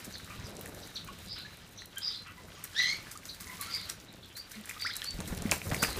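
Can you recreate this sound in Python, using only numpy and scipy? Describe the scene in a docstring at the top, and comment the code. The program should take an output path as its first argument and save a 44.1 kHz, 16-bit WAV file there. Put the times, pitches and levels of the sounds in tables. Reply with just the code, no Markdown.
"""Droplets tick and plop as small cage birds bathe in a shallow dish in an aviary, a couple of metres off.
Noise bursts, ringing drops, bubbles and filtered spray make the water; wing beats are low throbbing noise
and ringing puffs, strongest at the end. Gliding, trembling tones make finch chips, trills and whistles,
a parakeet squawk and dove coos, with a diffuse tail. Shaped noise gives a soft outdoor hum."""
import sys
import numpy as np
from scipy import signal
from scipy.fft import rfft, irfft
from scipy.io import wavfile
from scipy.ndimage import uniform_filter1d

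SR = 44100
rng = np.random.default_rng(int(sys.argv[2]) if len(sys.argv) > 2 else 0)


def materialize(psi):
    """Save the field psi as 16-bit PCM at rate SR to the path in sys.argv[1].

    A 1-D psi becomes a single channel; in a 2-D psi each row is a channel.
    """
    bounded = np.clip(np.atleast_2d(psi).T, -1, 1)
    quanta = np.round(bounded * 32767).astype(np.int16)
    wavfile.write(sys.argv[1], SR, quanta)


N = 264159
T_S = np.arange(N) / SR

# Columns named rel_* are scaled or offset where used.
# outdoor noise spectrum: freq_hz, rel_density_db
AIR_SPECTRUM = [(15, -49), (25, 1), (97, 5), (285, -1.5), (591, -13), (936, -9), (3430, -13.5), (4490, -22),
                (14400, -39), (16000, -42)]
# far chatter: time_s, level_db
FLOCK_LEVELS = [(0, -65.5), (1.8, -66), (2.3, -75), (4.5, -76), (5.99, -59.5)]
# air puff bands: low_hz, high_hz, rel_level_db
PUFF_BANDS = [(31, 208, 1.5), (81.4, 102.7, -1), (151.3, 196, -2)]
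# wing beats: time_s, rel_puff_db, rel_whirr_db
WING_LEVELS = [(0.0, -57, -58.5), (0.09, -52, -58.5), (0.27, -53.5, -59.5), (0.42, -48.5, -61),
               (0.51, -48.5, -51), (0.84, -52.5, -53), (0.92, -57, -61.5), (1.05, -50, -61),
               (1.99, -60.5, -65), (2.36, -59, -66), (2.43, -54.5, -56), (2.7, -57.5, -65),
               (3.05, -53, -59), (3.149, -59, -62.5), (3.4, -54.5, -62.5), (4.25, -56, -61.5),
               (4.3, -64.5, -65.5), (5.1, -56.5, -64), (5.14, -47.5, -57.5), (5.5, -39.5, -47),
               (5.62, -49.5, -56), (5.71, -36.5, -43), (5.94, -49.5, -50.5), (5.99, -42, -42)]
# close downstrokes: start_s, rel_thump_db, thump_hz, rel_slap_db
DOWNSTROKES = [(0.078, -36, 196, -53), (0.39, -33, 94.6, -47), (0.44, -39, 94.4, -48),
               (5.139, -35.5, 41.6, -51), (5.19, -30.5, 181, -49), (5.204, -37, 85, -37.5),
               (5.3, -34, 41.4, -38.5), (5.324, -26.5, 175, -37.5), (5.397, -36.5, 93, -46),
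               (5.454, -20.5, 210, -41), (5.52, -36, 78, -25), (5.668, -30.5, 87.5, -40),
               (5.72, -24.5, 162, -27.5), (5.827, -25.5, 185, -24), (5.884, -34, 59.2, -33),
               (5.979, -38, 41, -43)]
# two-voiced trills: start_s, length_s, rel_upper_hz, rel_upper_db, rel_lower_db
TRILLS = [(1.272, .2, 4950, -46.5, -51), (2.009, 0.22, 5058, -39.5, -47.5), (3.689, 0.22, 4850, -42, -50.5),
          (4.788, 0.22, 4840, -42.5, -47.5), (5.774, 0.21, 4746, -42.5, -51)]
# shape of every trill: length_share, upper_pitch_ratio, upper_db, upper_waver_ratio, lower_hz, lower_db
TRILL_SHAPE = [(0, .94, -15, 0.027, 3660, -2), (.1, 0.97, -5.5, 0.03, 3650, -6),
               (.25, 0.99, 0.5, 0.0304, 3650, -7.5), (.48, .98, -8.5, 0.0515, 3700, -2),
               (.62, .93, -17, .05, 4050, 0.5), (1, .9, -26, 0.046, 4010, -11)]
# rising, then held whistles: start_s, top_hz, start_db, top_db
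WHISTLES = [(3.598, 4450, -54, -48.5), (4.351, 4640, -49, -46), (5.038, 4530, -52, -40)]
# low coos: start_s, length_s, start_hz, glide_hz, peak_db, octave_peak_db
COOS = [(1.958, 0.052, 1561, 73, -46, -50), (2.363, 0.062, 990, 36, -57, -69),
        (3.457, 0.13, 1032, -39, -52.5, -59), (3.59, 0.057, 1164, -65, -44.5, -63),
        (3.661, 0.071, 1288, 149, -47, -67), (3.728, .13, 1112, -77, -60, -58),
        (4.555, .08, 220, -25, -46, -62)]
# hoarse squawk contour: time_s, pitch_hz, level_db, rel_overtones_db
SQUAWK = [(2.739, 1610, -65, -55), (2.766, 1751, -40.5, -40), (2.793, 1976, -34.5, -34),
          (2.851, 2013, -35.5, -40.5), (2.909, 2131, -38, -37.5), (2.947, 2240, -41, -57),
          (2.978, 2170, -66, -60)]
# squawk overtones: pitch_multiple, rel_level_db
SQUAWK_PARTIALS = [(2, -0.5), (2.45, -13), (3, -9), (4, -24), (5, -29), (6, -30)]
# squawk second voice: peak_s, peak_db, slope_db_per_s
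SECOND_VOICE = (2.851, -39.5, 260)
# chips, high tip then hoarse burst: burst_s, burst_mid_hz, burst_start_db, tip_start_db
CHIPS = [(0.139, 4130, -45, -52), (0.442, 5060, -51, -58.5), (0.826, 4600, -54, -53),
         (0.957, 3990, -40, -48), (1.783, 4200, -46, -47), (3.289, 4100, -42, -51), (4.083, 4000, -56, -72),
         (4.228, 3500, -53, -76), (4.3, 3300, -56, -75)]
# low hoarse chucks: start_s, mid_hz, rel_level_db, length_s
CHUCKS = [(.3, 1232, -45.5, 0.039), (1.073, 1494, -49, 0.029), (1.356, 1425, -49.5, 0.066),
          (2.26, 1380, -49.5, 0.063), (2.55, 2900, -56, 0.028), (3.6, 2140, -52, 0.26),
          (4.532, 2080, -50, .038)]
# droplets: start_s, rel_peak_db, centre_hz
TICKS = [(0.046, -32, 7000), (0.5671, -32.5, 6800), (0.611, -26.5, 12400), (0.658, -31.5, 8800),
         (0.7467, -33.5, 7800), (1.046, -37, 11900), (1.5708, -37.5, 12900), (1.857, -30, 13200),
         (1.9823, -22.5, 9000), (2.6397, -23.5, 12500), (3.1142, -29, 6800), (3.174, -31, 6800),
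         (3.254, -30, 6140), (3.6117, -19, 11300), (3.6701, -36.5, 7400), (3.7329, -36, 6460),
         (3.7483, -31, 6900), (3.898, -19.5, 6300), (4.517, -33, 7010), (4.6562, -30.5, 8500),
         (4.6938, -28.5, 7900), (4.814, -28, 7300), (4.8677, -30, 7100), (4.955, -29, 7550),
         (4.9656, -21.5, 8600), (5.0432, -23, 7240), (5.107, -28, 6300), (5.2033, -27.5, 6300),
         (5.276, -30, 6970), (5.4208, -27, 7400), (5.5131, -11, 6500), (5.746, -25, 7550),
         (5.8298, -14, 5730), (5.8985, -30, 11000), (5.9668, -30, 10500)]
# bigger drops: start_s, rel_level_db, ring_hz
PLOPS = [(0.109, -44, 1590), (0.155, -42, 1770), (0.277, -46, 1270), (0.6602, -40, 1820),
         (1.8204, -40.5, 1890), (2.0847, -45, 2060), (2.8004, -27.5, 1980), (3.0698, -41, 1700),
         (3.233, -46, 2220), (3.896, -41, 1590), (4.7115, -34, 1970), (4.807, -41, 2040),
         (4.8224, -33.5, 2170), (5.0188, -27.5, 3320), (5.04, -39, 3040), (5.192, -42, 2470),
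         (5.2036, -41, 1780), (5.4615, -37, 2100), (5.4948, -33, 2020), (5.519, -17, 2480),
         (5.5262, -33, 2680), (5.6171, -31.5, 2380), (5.7148, -30, 1870), (5.7455, -24.5, 2170),
         (5.764, -41, 2200), (5.828, -20.5, 1380), (5.8367, -19.5, 2580), (5.8475, -24.5, 1800),
         (5.9493, -40, 2090)]
# surfacing bubbles, and among them a short clean chuck (1.086 s) and a thin peep (1.449 s): start_s, start_hz,
# end_hz, length_s, start_db
BUBBLES = [(1.086, 1074, 1147, 0.02, -46.5), (1.449, 1646, 1780, 0.017, -46.5),
           (2.571, 1120, 1250, 0.028, -58), (3.153, 1104, 1330, 0.015, -49.5),
           (4.693, 1900, 2680, 0.0097, -40), (4.765, 1164, 1310, 0.015, -47.5),
           (4.848, 1200, 2350, .028, -36.5), (4.891, 1240, 2265, 0.027, -42),
           (5.018, 1610, 1920, 0.014, -44.5)]
# wing slaps on the water: time_s, rel_wash_db
SLAPS = [(0.046, -28), (1.9814, -31), (2.6414, -24), (3.1133, -24), (3.256, -29.5), (3.406, -26.5),
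         (3.616, -25), (3.7474, -31), (3.894, -21), (4.3683, -22), (4.514, -27), (4.693, -24.5),
         (4.8125, -30), (4.963, -28), (5.278, -25.5), (5.515, -12), (5.744, -21), (5.826, -8)]
# splashing: time_s, rel_fine_db, rel_slosh_db
SPRAY = [(0.0, -54, -54), (1.28, -56.5, -56.5), (1.67, -62.5, -60), (2.08, -59.5, -55.5),
         (2.32, -60.5, -61.5), (2.62, -58, -54.5), (2.88, -53.5, -49), (3.15, -60, -55.5),
         (3.37, -53.5, -58), (3.74, -50.5, -47.5), (3.94, -56, -57.5), (4.3, -63.5, -62),
         (4.799, -51.5, -51), (5.2, -51.5, -55), (5.54, -47, -47), (5.7, -46.5, -55.5), (5.99, -45, -47)]

AIR_DB, AVIARY_T60_S, AVIARY_DB, TOP_HZ = -60, 0.24, -5.5, 15450
FLOCK_HZ, SECOND_VOICE_HZ = 3890, 3284
WHISTLE_START_RATIO, RISE_S, HOLD_S, RELEASE_S, RELEASE_DB = .87, .035, .02, .012, -20
COO_PEAK_SHARE, COO_IN_DB, COO_OUT_DB = 0.29, -14, -19
CHIP_S, TIP_LEAD_S, TIP_HZ = .027, .008, 5900


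def undb(db):
    """Decibels to amplitude ratio."""
    return 10 ** (np.asarray(db) / 20)


def band(x, lo_hz, hi_hz):
    """Band-pass."""
    sos = signal.butter(2, [lo_hz, min(hi_hz, .45 * SR)], "band", fs=SR, output="sos")
    return signal.sosfilt(sos, x)


def unit(x):
    """Scale to standard deviation 1."""
    return x / np.std(x)


def noise_band(lo_hz, hi_hz, size=N):
    """Band of noise, spread 1."""
    return unit(band(rng.standard_normal(size), lo_hz, hi_hz))


def walk(rate_hz, size=N):
    """Smooth random wander, spread 1, about rate_hz turns a second."""
    k = max(int(SR / rate_hz), 1)
    noise = rng.standard_normal(size + 2 * k)
    return unit(uniform_filter1d(uniform_filter1d(noise, k), k))[k:k + size]


def add(out, start_s, x):
    """Mix x into out from start_s."""
    i = int(start_s * SR)
    out[i:i + len(x)] += x[:len(out) - i]


def ring(out, start_s, db, hz, cycles):
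    """A drop or a puff rings, falling by a factor e every given number of cycles."""
    turns = np.arange(int(4 * cycles * SR / hz)) * hz / SR
    envelope = np.minimum(turns / 0.34, 1) * np.exp(-turns / cycles)
    add(out, start_s, undb(db) * np.sin(2 * np.pi * turns) * envelope)


def spit(out, start_s, peak_db, hz):
    """A droplet bursts in a millisecond or two of noise, coloured by its size."""
    t = np.arange(SR // 100) / SR
    burst = band(rng.standard_normal(len(t)) * t * np.exp(-t / .0008), .7 * hz, 1.4 * hz)
    add(out, start_s, undb(peak_db) * burst / np.abs(burst).max())


def sing(out, s, hz, db, waver, flutter_db, partials=((1, 0),)):
    """A syrinx tone on straight-line contours; pitch (waver, a ratio) and level tremble."""
    t = np.arange(s[0], s[-1], 1 / SR)
    depth = np.interp(t, s, waver * np.ones(len(s)))
    pitch_hz = np.interp(t, s, hz) * (1 + depth * walk(550, size=len(t)))
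    phase = 2 * np.pi * np.cumsum(pitch_hz) / SR
    tone = sum(undb(level_db + flutter_db * walk(288, size=len(t))) * np.sin(multiple * phase)
               for multiple, level_db in partials)
    envelope = undb(np.interp(t, s, db)) * signal.windows.tukey(len(t), .1)
    add(out, s[0], np.sqrt(2) * tone * envelope)


def air():
    """Steady outdoor hum and microphone hiss: noise with a shaped spectrum."""
    hz = np.maximum(np.arange(N // 2 + 1) * SR / N, 1)
    point_hz, point_db = np.transpose(AIR_SPECTRUM)
    shape = undb(np.interp(np.log(hz), np.log(point_hz), point_db))
    return unit(irfft(rfft(rng.standard_normal(N)) * shape, N)) * undb(AIR_DB)


def aviary(x):
    """Walls and roof return a diffuse, fading tail."""
    t = np.arange(SR // 2) / SR
    decay = np.exp(-np.log(1000) * t / AVIARY_T60_S)
    tail = band(rng.standard_normal(len(t)), 280, 9700) * decay * (t > .004)
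    return signal.fftconvolve(x, tail / np.linalg.norm(tail))[:N]


def flock():
    """Faint far chatter: narrow noise with a wandering level."""
    chatter = noise_band(0.95 * FLOCK_HZ, 1.06 * FLOCK_HZ)
    return undb(np.interp(T_S, *np.transpose(FLOCK_LEVELS)) + 3.5 * walk(25)) * chatter


def wings():
    """Air puffs and feather whirr throb with the uneven wing beat; close downstrokes thump."""
    s, puff_db, whirr_db = np.transpose(WING_LEVELS)
    beat = np.cos(2 * np.pi * np.cumsum(19 * (1 + 0.152 * walk(4.6))) / SR)  # about 19 Hz
    # the hollow under the roof favours two low notes
    puff = unit(sum(undb(db) * noise_band(lo_hz, hi_hz) for lo_hz, hi_hz, db in PUFF_BANDS))
    puff *= undb(np.interp(T_S, s, puff_db) - 0.5 + 1.7 * beat)
    whirr = noise_band(223, 692) * undb(np.interp(T_S, s, whirr_db) + 3.57 * beat)
    out = puff + whirr
    t = np.arange(SR // 8) / SR
    for start_s, thump_db, hz, slap_db in DOWNSTROKES:
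        ring(out, start_s, thump_db + 2.5, hz, cycles=1.44)
        # wet feathers clap as the air is pushed
        clap = noise_band(140, 1400, len(t)) * np.minimum(t / 0.0037, 1) * np.exp(-t / 0.018)
        add(out, start_s - .004, undb(slap_db - 2.5) * clap)
    return out


def trills(out):
    """Finch trills: two wavering syrinx voices, the upper one with a rasp around it."""
    share, ratio, upper_shape_db, waver, lower_hz, lower_shape_db = np.transpose(TRILL_SHAPE)
    for start_s, length_s, hz, upper_db, lower_db in TRILLS:
        s = start_s + length_s * share
        level_db = upper_db + upper_shape_db
        sing(out, s, hz * ratio, level_db, waver, flutter_db=4.5)
        sing(out, s, hz * ratio, level_db - 8, waver=0.12, flutter_db=5.0)  # rasp
        sing(out, s, lower_hz, lower_db + lower_shape_db, waver=0.069, flutter_db=4.5)


def whistles(out):
    """Finch whistles: a single tone rises, holds the top and releases."""
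    for start_s, hz, start_db, db in WHISTLES:
        s = start_s + np.cumsum([0, RISE_S, HOLD_S, RELEASE_S])
        sing(out, s, [WHISTLE_START_RATIO * hz, hz, hz, hz],
             [start_db, db, db, db + RELEASE_DB], waver=0.012, flutter_db=3.5)


def coos(out):
    """Dove coos: a gliding low tone and its octave swell and fade."""
    share, swell_db = np.array([0, COO_PEAK_SHARE, 1]), np.array([COO_IN_DB, 0, COO_OUT_DB])
    for start_s, length_s, hz, glide_hz, db, octave_db in COOS:
        s, pitch_hz = start_s + length_s * share, hz + glide_hz * share
        sing(out, s, pitch_hz, db + swell_db, waver=0.025, flutter_db=1.5)
        sing(out, s, 2 * pitch_hz, octave_db + swell_db, waver=0.0017, flutter_db=8.5)


def squawk(out):
    """Parakeet squawk: a rising tone with overtones, rasp and a second syrinx voice."""
    s, hz, db, overtone_db = np.transpose(SQUAWK)
    sing(out, s, hz, db, waver=0.031, flutter_db=2.5)
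    sing(out, s, hz, overtone_db, waver=0.0289, flutter_db=4.5, partials=SQUAWK_PARTIALS)
    # air rasping past the membranes fills the gaps between overtones
    sing(out, s, hz, overtone_db - 4.5, waver=0.1366, flutter_db=0.5, partials=SQUAWK_PARTIALS)
    # the other side of the syrinx holds its own note
    peak_s, peak_db, slope_db_per_s = SECOND_VOICE
    second_db = peak_db - slope_db_per_s * np.abs(s - peak_s)
    sing(out, s, SECOND_VOICE_HZ + 0 * s, second_db, waver=0.034, flutter_db=3.0)


def chips_and_chucks(out):
    """Short calls: falling hoarse chips with a high tip ahead; rising hoarse chucks with partials."""
    for s, burst_hz, burst_db, tip_db in CHIPS:
        tip_s = s - TIP_LEAD_S
        sing(out, [tip_s, tip_s + CHIP_S], [TIP_HZ, TIP_HZ], [tip_db, tip_db - 12.5],
             waver=0.045, flutter_db=0.0)
        sing(out, [s, s + CHIP_S], [1.03 * burst_hz, .97 * burst_hz], [burst_db, burst_db - 5],
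             waver=0.092, flutter_db=2.5)
    for s, hz, db, length_s in CHUCKS:
        sing(out, [s, s + length_s], [.95 * hz, 1.05 * hz], [db, db - 8.0],
             waver=0.0995, flutter_db=3.0, partials=((1, -3.0), (1.5, -10.5), (2, -4.0)))


def birds():
    """All calls over the far flock."""
    out = flock()
    for call in (trills, whistles, coos, squawk, chips_and_chucks):
        call(out)
    return out


def drops(out):
    """Droplets burst, bigger drops ring, bubbles rise in pitch as they surface, and a short chuck and a peep
    glide up the same way."""
    for s, db, hz in TICKS:
        spit(out, s, db - 2.0, hz)
    for s, db, hz in PLOPS:
        ring(out, s, db + 7.5, hz, cycles=2.17)
    for s, start_hz, end_hz, length_s, db in BUBBLES:
        sing(out, [s, s + length_s], [start_hz, end_hz], [db, db], waver=0.0036, flutter_db=2.1)


def slap_wash():
    """Spray gain: builds from just before each wing slap, then thins out."""
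    wash = np.zeros(N)
    t = np.arange(SR // 5) / SR
    for s, db in SLAPS:
        add(wash, s - .007, undb(db - 14) * np.minimum(t / 0.0092, 1) ** 2 * np.exp(-t / 0.014))
    return wash


def sloshing(s, slosh_db):
    """Countless tiny bubbles, each with its own pitch, over a band of hiss."""
    gurgle = np.zeros(N)
    for when, pitch, size in rng.random((2500, 3)):
        ring(gurgle, when * N / SR, 12 * size + 4.0 * pitch, 1150 * 3.5 ** pitch, cycles=2.3)
    mix = unit(gurgle) + 1.12 * noise_band(840, 5660)
    return mix * undb(np.interp(T_S, s, slosh_db) - 4.0 + 2 * walk(22))


def water():
    """Drops and bubbles, fine crackling spray with slap washes, stray droplets and sloshing."""
    out = np.zeros(N)
    drops(out)
    s, fine_db, slosh_db = np.transpose(SPRAY)
    # sparse impacts of spread size over hiss
    impacts = (rng.random(N) < .006) * undb(6.5 + 10 * rng.random(N))
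    crackle = rng.standard_normal(N) * (1 + impacts)
    fine = unit(band(crackle, 2500, 15100)) + undb(-5.5) * unit(band(crackle, 1320, 2650))
    # stray droplets, louder where the spray is thick
    for when, pitch, size in rng.random((260, 3)):
        start_s = when * N / SR
        spit(out, start_s, np.interp(start_s, s, fine_db) + 8.5 + 8 * size, 3000 * 4.0 ** pitch)
    fine_gain = slap_wash() + undb(np.interp(T_S, s, fine_db) - 4.5 + 2.9 * walk(38))
    return out + fine * fine_gain + sloshing(s, slosh_db)


def scene():
    """Sum of direct sources, aviary tail and outdoor air."""
    calls, splash = birds(), water()
    # the dish is near and the callers perch further off, so calls carry more of the room
    room = undb(AVIARY_DB) * aviary(calls + undb(-7) * splash)
    return (calls + splash + room + wings() + air())[None]


def record(dry):
    """The recorder cuts the top: steep elliptic low-pass."""
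    return signal.sosfilt(signal.ellip(10, .2, 60, TOP_HZ, fs=SR, output="sos"), dry)


dry = scene()
out = record(dry)
materialize(out)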